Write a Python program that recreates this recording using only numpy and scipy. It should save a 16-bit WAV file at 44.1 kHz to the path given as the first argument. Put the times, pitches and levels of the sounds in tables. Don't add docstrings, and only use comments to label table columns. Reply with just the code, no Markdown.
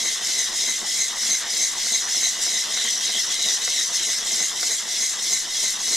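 import sys
import numpy as np
from scipy import signal
from scipy.fft import rfft, irfft, next_fast_len
from scipy.io import wavfile
from scipy.ndimage import uniform_filter1d

SR = 44100
rng = np.random.default_rng(int(sys.argv[2]) if len(sys.argv) > 2 else 0)


def pcm_store(signal):
    levels = np.round(np.clip(np.atleast_2d(signal), -1, 1) * 32767)
    wavfile.write(sys.argv[1], SR, levels.astype(np.int16).T)


N = 262836

# freq_hz, gain_db
FINE_SPECTRUM = [(2500, -28.5), (4600, -6.5), (5600, -16), (6300, 6), (6850, 1.5), (7300, 3.5),
                 (7650, -0.5), (8050, -1.5), (8500, -6), (9700, -8.5), (10500, -14), (11700, -18),
                 (13700, -21), (14800, -36)]
COARSE_SPECTRUM = [(2500, -24.5), (3400, -10.5), (4200, -2), (4650, -6.5), (5200, 3.5), (5550, 2),
                   (6000, 4.5), (6400, -7), (6900, -22), (9000, -16), (11500, -35), (13000, -21),
                   (14000, -34), (14800, -56)]
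RASP_SPECTRUM = [(1500, -60), (2500, -6.5), (2800, 0.5), (3350, 6.5), (3800, 7), (4500, -12.5), (5800, 0.5),
                 (6800, -46), (10000, -15), (14000, -42)]

def scratching():
    fine_db, coarse_db, rasp_db = grit_drive_db()
    effort_db = fine_db - fine_db.mean()
    fine = grit(per_s=20000 * from_db(0.5 * effort_db), size_db=-0.5, judder_db=2.03, judder_hz=190)
    hiss = grit(per_s=12000, size_db=10, judder_db=-1, judder_hz=40)
    coarse = grit(per_s=12000, size_db=-0.5, judder_db=1.2, judder_hz=100)
    rasp = grit(per_s=9000, size_db=1.5, judder_db=1.9, judder_hz=17)
    hiss = signal.sosfilt(signal.butter(2, 10500, "high", fs=SR, output="sos"), hiss)
    hiss = signal.sosfilt(signal.butter(10, 13800, fs=SR, output="sos"), hiss)
    scrape = from_db(fine_db + 2) * rms_one(colour(fine, FINE_SPECTRUM))
    scrape += from_db(coarse_db + 1) * rms_one(colour(coarse, COARSE_SPECTRUM))
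    scrape += from_db(rasp_db + 0.27) * rms_one(colour(rasp, RASP_SPECTRUM))
    scrape += from_db(fine_db - 21 + 0.68 * effort_db) * hiss
    return scrape * from_db(-1.8 * in_loop(share=0, spread=0.037))


def grit(per_s, size_db, judder_db, judder_hz):
    hits = rng.random(N) < per_s / SR
    sizes = from_db(size_db * np.minimum(rng.exponential(1, N), 3.5))
    clumps = from_db(judder_db * np.clip(drift(judder_hz), -2, 2))
    return rms_one(hits * sizes * clumps * rng.standard_normal((2, N)) / np.sqrt(per_s))


def grit_drive_db():
    flat, speed = flatness(), hand_speed()
    catch = in_loop(share=0.17, spread=0.058)
    push = in_loop(share=PUSH_SHARE, spread=0.12)
    release = in_loop(share=0.762, spread=0.092)
    contact_db = pressure_db() + (0.9 + 3.5 * flat) * catch + flat * (2.2 - 5.5 * speed)
    fine_db = -37 + contact_db + 8 * speed + release
    coarse_db = -34.5 + contact_db + 4 * speed + 4 * push + 6 * flat * release
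    rasp_db = -38 + 2 * in_loop(share=0.21, spread=0.22) + flat * (3 + 4.5 * biting(spread_s=0.031))
    return fine_db, coarse_db, rasp_db


LAST_TURN_S, PUSH_SHARE, PULL_SHARE = 6.09, 0.31, 0.55
# turn_s, push_db, pull_db, swish_gain_db, bench_load_db
HAND_LOOPS = [(-0.11, -0.5, -0.5, -40.0, 2), (0.2, 0, 1.5, -43, -1.0), (0.513, -0.5, -0.5, -41.5, 0.5),
              (0.83, -0.5, -0.5, -40.0, 0.0), (1.141, 0, -0.0, -39.0, 0), (1.45, -1, 1.5, -39, 0.5),
              (1.75, -0.5, 0.5, -39.0, -1.5), (2.061, 1, 0.0, -41.5, -0.5), (2.38, 2.0, 1, -42.5, 0),
              (2.677, -0.5, 0.5, -41.5, -0.5), (2.991, -0.5, 2.5, -47, 0.0), (3.281, -2, 3, -40.5, 1.0),
              (3.591, -0.5, 1.5, -46, -2), (3.909, 0.5, 1, -42, 0), (4.228, 0.5, 0, -39.5, 1.5),
              (4.539, 1.0, -0.5, -39.0, 2.5), (4.85, -1.5, 1, -41, -2), (5.17, -0.5, 1.5, -39.5, -1),
              (5.471, -2, 1.5, -44.0, -0.5), (5.779, -0.5, 2.0, -42, 0.5)]

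def loop_count():
    turns_s = [row[0] for row in HAND_LOOPS] + [LAST_TURN_S]
    return np.interp(np.arange(N) / SR, turns_s, np.arange(len(turns_s)))


def pressure_db():
    push_pull_db = np.array(HAND_LOOPS)[:, 1:3]
    places = np.arange(len(HAND_LOOPS))[:, None] + [PUSH_SHARE, PULL_SHARE]
    return np.interp(loop_count(), places.ravel(), push_pull_db.ravel())


def hand_speed():
    return np.sin(np.pi * (loop_count() % 1))


# time_s, flatness (0 on its edge, 1 on its face)
LIE = [(0, 0.46), (.5, 0.36), (1.0, 0), (2.1, 0.09), (2.5, 0.74), (2.9, 0.94), (3.45, 1.0), (3.8, 0.65),
       (4.1, 0.69), (4.5, 0), (5.6, 0), (5.96, 0.051)]

def flatness():
    return in_time(LIE)[0]


# centre_s, length_s, squeal_db, ring_gain_db
EDGE_BITES = [(0.077, 0.074, -28, -31), (0.399, .05, -23.5, -29.5), (.699, .05, -28, -29),
              (1.017, .07, -24.5, -31), (1.324, .08, -22.5, -30), (1.634, 0.13, -25.5, -30.5),
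              (1.946, .055, -20.5, -25.5), (2.255, 0.12, -24, -25.5), (2.567, .07, -29, -31.5),
              (2.873, .07, -45, -44), (3.178, .07, -44, -45), (3.488, 0.067, -37, -27),
              (3.79, .07, -34, -26.5), (4.111, 0.051, -26.5, -38), (4.42, 0.09, -26.5, -31),
              (4.725, .07, -31, -32.5), (5.037, 0.1, -26.5, -35), (5.34, 0.051, -24, -32),
              (5.658, .07, -30, -28.5), (5.95, .06, -28.5, -29)]
# centre_s, length_s, pitch_hz, level_db, glide_hz_per_s
CHATTER = [(2.039, 0.13, 5850, -31, -2000), (2.879, 0.1, 3270, -31.5, 3500), (2.89, 0.085, 5960, -34, 0),
           (2.98, 0.13, 5720, -30, 0), (3.073, 0.089, 3910, -34, 0), (3.167, 0.12, 3227, -30, 4000),
           (3.285, 0.06, 5780, -30, 0), (3.434, 0.086, 3900, -28, 0), (3.515, 0.11, 5860, -29, 0),
           (3.838, 0.053, 6230, -27, 0), (3.865, 0.051, 5930, -37, 0), (4.945, 0.21, 3450, -38, 0),
           (5.274, 0.057, 3450, -36, 0)]

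def squeals(bite_hz, bite_glide_hz_per_s, width_hz, judder_db):
    out, time_s = np.zeros((2, N)), np.arange(N) / SR
    swing = np.array([drift(width_hz) + 1j * drift(width_hz) for _ in range(2)])
    swing *= from_db(judder_db * drift(150))
    swing /= np.sqrt(uniform_filter1d(np.abs(swing) ** 2, size=1100) / 2 + 1e-6)
    bites = [(s, length_s, bite_hz, db, bite_glide_hz_per_s) for s, length_s, db, _ in EDGE_BITES]
    for centre_s, length_s, pitch_hz, level_db, glide_hz_per_s in bites + CHATTER:
        span = np.flatnonzero(np.abs(time_s - centre_s) < length_s / 2)
        t = time_s[span] - centre_s
        tone = np.exp(2j * np.pi * (pitch_hz * t + glide_hz_per_s * t ** 2 / 2))
        out[:, span] += from_db(level_db) * np.cos(np.pi * t / length_s) * (swing[:, span] * tone).real
    return out


def biting(spread_s, lead_s=0):
    time_s = np.arange(N) / SR
    return sum(bell(time_s - row[0] + lead_s, spread_s) for row in EDGE_BITES)


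# time_s, gain_db
LOW_MODE_FADE = [(0, .4), (2.6, 0.2), (4.4, -0.9), (5.96, -2)]

def steel_ring():
    flat, speed = flatness(), hand_speed()
    bite = biting(spread_s=0.03, lead_s=-0.0054)
    fade_db, = in_time(LOW_MODE_FADE)
    low_db = -41.5 + fade_db + 2.5 * speed + 6.5 * bite
    low_db += 3 * in_loop(share=0.21, spread=0.11) - in_loop(share=0, spread=0.17) - 0.53
    low_hz = 1962 + 126 * speed - 98 * flat * bite
    low = steel_mode(low_db, low_hz, width_hz=145, wander=0.014, judder_db=3.5, judder_hz=14)
    _, _, ring_gain_db = in_time(EDGE_BITES)
    bitten = from_db(ring_gain_db) * biting(spread_s=0.022)
    rubbed = from_db(-47 + 8.5 * speed + 8.5 * flat * in_loop(share=0.34, spread=0.18))
    plate_db = 20 * np.log10(np.hypot(bitten, rubbed)) - 0.51
    stiffening_hz = 60 * (1 - flat) * bite
    plate_hz = 3870 * (low_hz / low_hz.mean()) ** 0.96 + stiffening_hz
    return low + steel_mode(plate_db, plate_hz, width_hz=165, wander=0.006, judder_db=2.5, judder_hz=52)


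def steel_mode(level_db, pitch_hz, width_hz, wander, judder_db, judder_hz):
    force = grit(per_s=12000, size_db=2, judder_db=judder_db, judder_hz=judder_hz)
    swing = resonate(force, pitch_hz * (1 + wander * drift(42)), width_hz)
    running_rms = np.sqrt(uniform_filter1d(swing[0] ** 2, size=1800) + 1e-6)
    return from_db(level_db) * swing / running_rms


# freq_hz, gain_db
SLURRY_SPECTRUM = [(300, -14), (650, -9.5), (1100, 0.5), (1350, 0), (1600, 9.5), (1850, 10.5), (2400, 0),
                   (4000, 4), (9000, -51)]

def slurry_swish(centre_hz, fall_octaves_per_loop, width_hz):
    _, _, swish_gain_db, _ = in_time(HAND_LOOPS)
    swell = in_loop(share=0, spread=0.12)
    force = grit(per_s=3200, size_db=2, judder_db=1.6, judder_hz=17)
    octaves = -fall_octaves_per_loop * loop_offset(share=0) + 0.097 * drift(2.2)
    hollow = resonate(force, centre_hz * 2 ** octaves, width_hz)
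    wet_grains = grit(per_s=4000, size_db=2, judder_db=3.5, judder_hz=22)
    hiss = rms_one(colour(wet_grains, SLURRY_SPECTRUM))
    return from_db(swish_gain_db - 0.8) * swell * hollow + from_db(-44.5 + 4.4 * swell) * hiss


# freq_hz, gain_db
BENCH_SPECTRUM = [(50, -34), (110, -32), (160, -5.5), (235, 8), (292, -3), (330, 1.5), (385, 2.5), (450, 5),
                  (560, -2.5), (690, 7), (830, -4), (920, 0), (1500, -6.5), (3000, -41)]

def bench_rumble():
    load_db = np.interp(loop_count(), np.arange(len(HAND_LOOPS)) + 0.5, np.array(HAND_LOOPS)[:, 4])
    load_db += 6.5 * in_loop(share=0.02, spread=0.092)
    load_db += 6.5 * in_loop(share=0.36, spread=0.086)
    load_db += 10 * biting(spread_s=0.02, lead_s=0.011)
    force = grit(per_s=2200, size_db=0.8, judder_db=1.5, judder_hz=32)
    return from_db(-53 + 2.1 * flatness() + load_db) * rms_one(colour(force, BENCH_SPECTRUM))


# start_s, strength_db
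ROCKINGS = [(1.866, -33), (2.146, -34), (2.465, -34), (2.773, -29.5), (3.677, -27.5), (4.402, -36),
            (4.63, -26)]
# pitch_hz, gain_db, t60_s
STRUCK_MODES = [(242, -42, 0.046), (477, -2, .03), (726, -4.5, 0.074), (880, -12, 0.015), (1150, 3, 0.014),
                (1450, 6.5, 0.019), (2020, 8.5, 0.019)]

def knocks():
    start_s, strength_db = np.transpose(ROCKINGS)
    starts = np.round(start_s * SR).astype(int)
    scatter_db = 0.7 * rng.standard_normal((len(starts), len(STRUCK_MODES)))
    mid = np.zeros(N)
    for k, (pitch_hz, gain_db, t60_s) in enumerate(STRUCK_MODES):
        clicks = np.zeros(N)
        clicks[starts] = from_db(strength_db + gain_db - 3 + scatter_db[:, k])
        mid += (-1) ** k * ring(clicks, pitch_hz, t60_s)
    return np.array([mid, np.zeros(N)])


def moving_echoes(x, echo_db, paths=7):
    t, loop_rad = np.arange(N) / SR, 2 * np.pi * loop_count()
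    treble = colour(x, [(1500, -40), (2800, 0)])
    oversampled = signal.resample_poly(treble, 4, 1, axis=1)
    echoes = np.zeros((2, N))
    for channel in range(2):
        for path_s in np.linspace(0.0006, 0.0046, paths) + rng.uniform(-0.0002, 0.0002, paths):
            sway_s = 0.00011 * np.sin(loop_rad + rng.uniform(0, 2 * np.pi))
            lag_s = path_s + sway_s + 0.00014 * drift(0.7)
            read = np.clip(np.round((t - lag_s) * 4 * SR).astype(int), 0, 4 * N - 1)
            polarity = rng.choice([-1, 1])
            echoes[channel] += polarity * (t > lag_s) * oversampled[channel, read] / np.sqrt(paths)
    gain = from_db(echo_db)
    return x - treble + (treble + gain * echoes) / np.sqrt(1 + gain ** 2)


def workshop_reverb(x, t60_s, wet_db):
    t = np.arange(SR // 2) / SR
    tail = rng.standard_normal((2, len(t))) * from_db(-60 * t / t60_s) * (t > 0.004)
    tail /= np.sqrt(np.sum(tail ** 2, axis=1, keepdims=True))
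    return x + from_db(wet_db) * signal.fftconvolve(x, tail, axes=1)[:, :N]


# freq_hz, gain_db
AIR_SPECTRUM = [(15, 14.5), (35, -13), (75, -31), (130, -8), (500, -3), (4000, -18)]

def still_air(level_db):
    return from_db(level_db) * rms_one(colour(rng.standard_normal((2, N)), AIR_SPECTRUM))


# freq_hz, side_gain_db
SIDE_RESPONSE = [(30, -1), (70, -6), (150, -20), (900, -29.5), (1700, -29), (2200, -15), (4000, -12),
                 (6300, -13), (7700, -5), (9000, 0.5), (10800, 4), (13000, -0.5), (15000, -6)]
# freq_hz, left_gain_db
LEFT_RESPONSE = [(60, 0.5), (120, 0), (500, -.5), (900, -0.6), (1700, 0), (2700, -0.2), (4200, 1.5),
                 (6400, .5), (10000, 0.85), (14000, 1.5)]

def microphone_pair(mid, side):
    side = colour(side, SIDE_RESPONSE) - 0.14 * np.gradient(mid)
    return np.array([colour(mid + side, LEFT_RESPONSE), mid - side])


def loop_offset(share):
    return (loop_count() - share + 0.5) % 1 - 0.5


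def in_loop(share, spread):
    return bell(loop_offset(share), spread)


def bell(offset, spread):
    return np.exp(-0.5 * (offset / spread) ** 2)


def resonate(force, pitch_hz, width_hz):
    carrier = np.exp(2j * np.pi * np.cumsum(pitch_hz) / SR)
    swing = force / carrier
    for stage_hz in (width_hz, 4 * width_hz):
        pole = np.exp(-np.pi * stage_hz / SR)
        swing = signal.lfilter([1 - pole], [1, -pole], swing)
    return rms_one((swing * carrier).real)


def ring(clicks, pitch_hz, t60_s):
    pole, step_rad = from_db(-60 / (t60_s * SR)), 2 * np.pi * pitch_hz / SR
    feedback = [1, -2 * pole * np.cos(step_rad), pole * pole]
    return signal.lfilter([0, np.sin(step_rad)], feedback, clicks + 1e-18)


def drift(rate_hz):
    step, size = 16, 2 ** 15
    bins_hz = np.fft.rfftfreq(size, step / SR)
    spectrum = rfft(rng.standard_normal(size)) / (1 + (bins_hz / rate_hz) ** 2)
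    return rms_one(np.interp(np.arange(N) / step, np.arange(size), irfft(spectrum)))


def colour(x, outline):
    size = next_fast_len(N + 4096)
    freq_hz, gain_db = np.transpose(outline)
    bins_hz = np.maximum(np.fft.rfftfreq(size, 1 / SR), 1)
    gain = from_db(np.interp(np.log(bins_hz), np.log(freq_hz), gain_db))
    return irfft(rfft(x, size) * gain, size)[..., :N]


def in_time(rows):
    time_s, *columns = np.transpose(rows)
    return [np.interp(np.arange(N) / SR, time_s, column) for column in columns]


def from_db(db):
    return np.exp(np.asarray(db) * (np.log(10) / 20))


def rms_one(x):
    return x / np.sqrt(np.mean(x ** 2) + 1e-20)


def scene():
    work = moving_echoes(scratching(), echo_db=-5)
    work += slurry_swish(centre_hz=990, fall_octaves_per_loop=2.05, width_hz=450)
    work += steel_ring()
    work += squeals(bite_hz=6350, bite_glide_hz_per_s=1460, width_hz=140, judder_db=-2.7)
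    work += bench_rumble() + knocks()
    air = still_air(level_db=-57)
    mid, side = workshop_reverb(work, t60_s=0.11, wet_db=-12) + air
    return microphone_pair(mid, side) * from_db(0.03)


def record(dry):
    return signal.sosfilt(signal.cheby2(14, 60, 15700, fs=SR, output="sos"), dry)


dry = scene()
out = record(dry)
pcm_store(out)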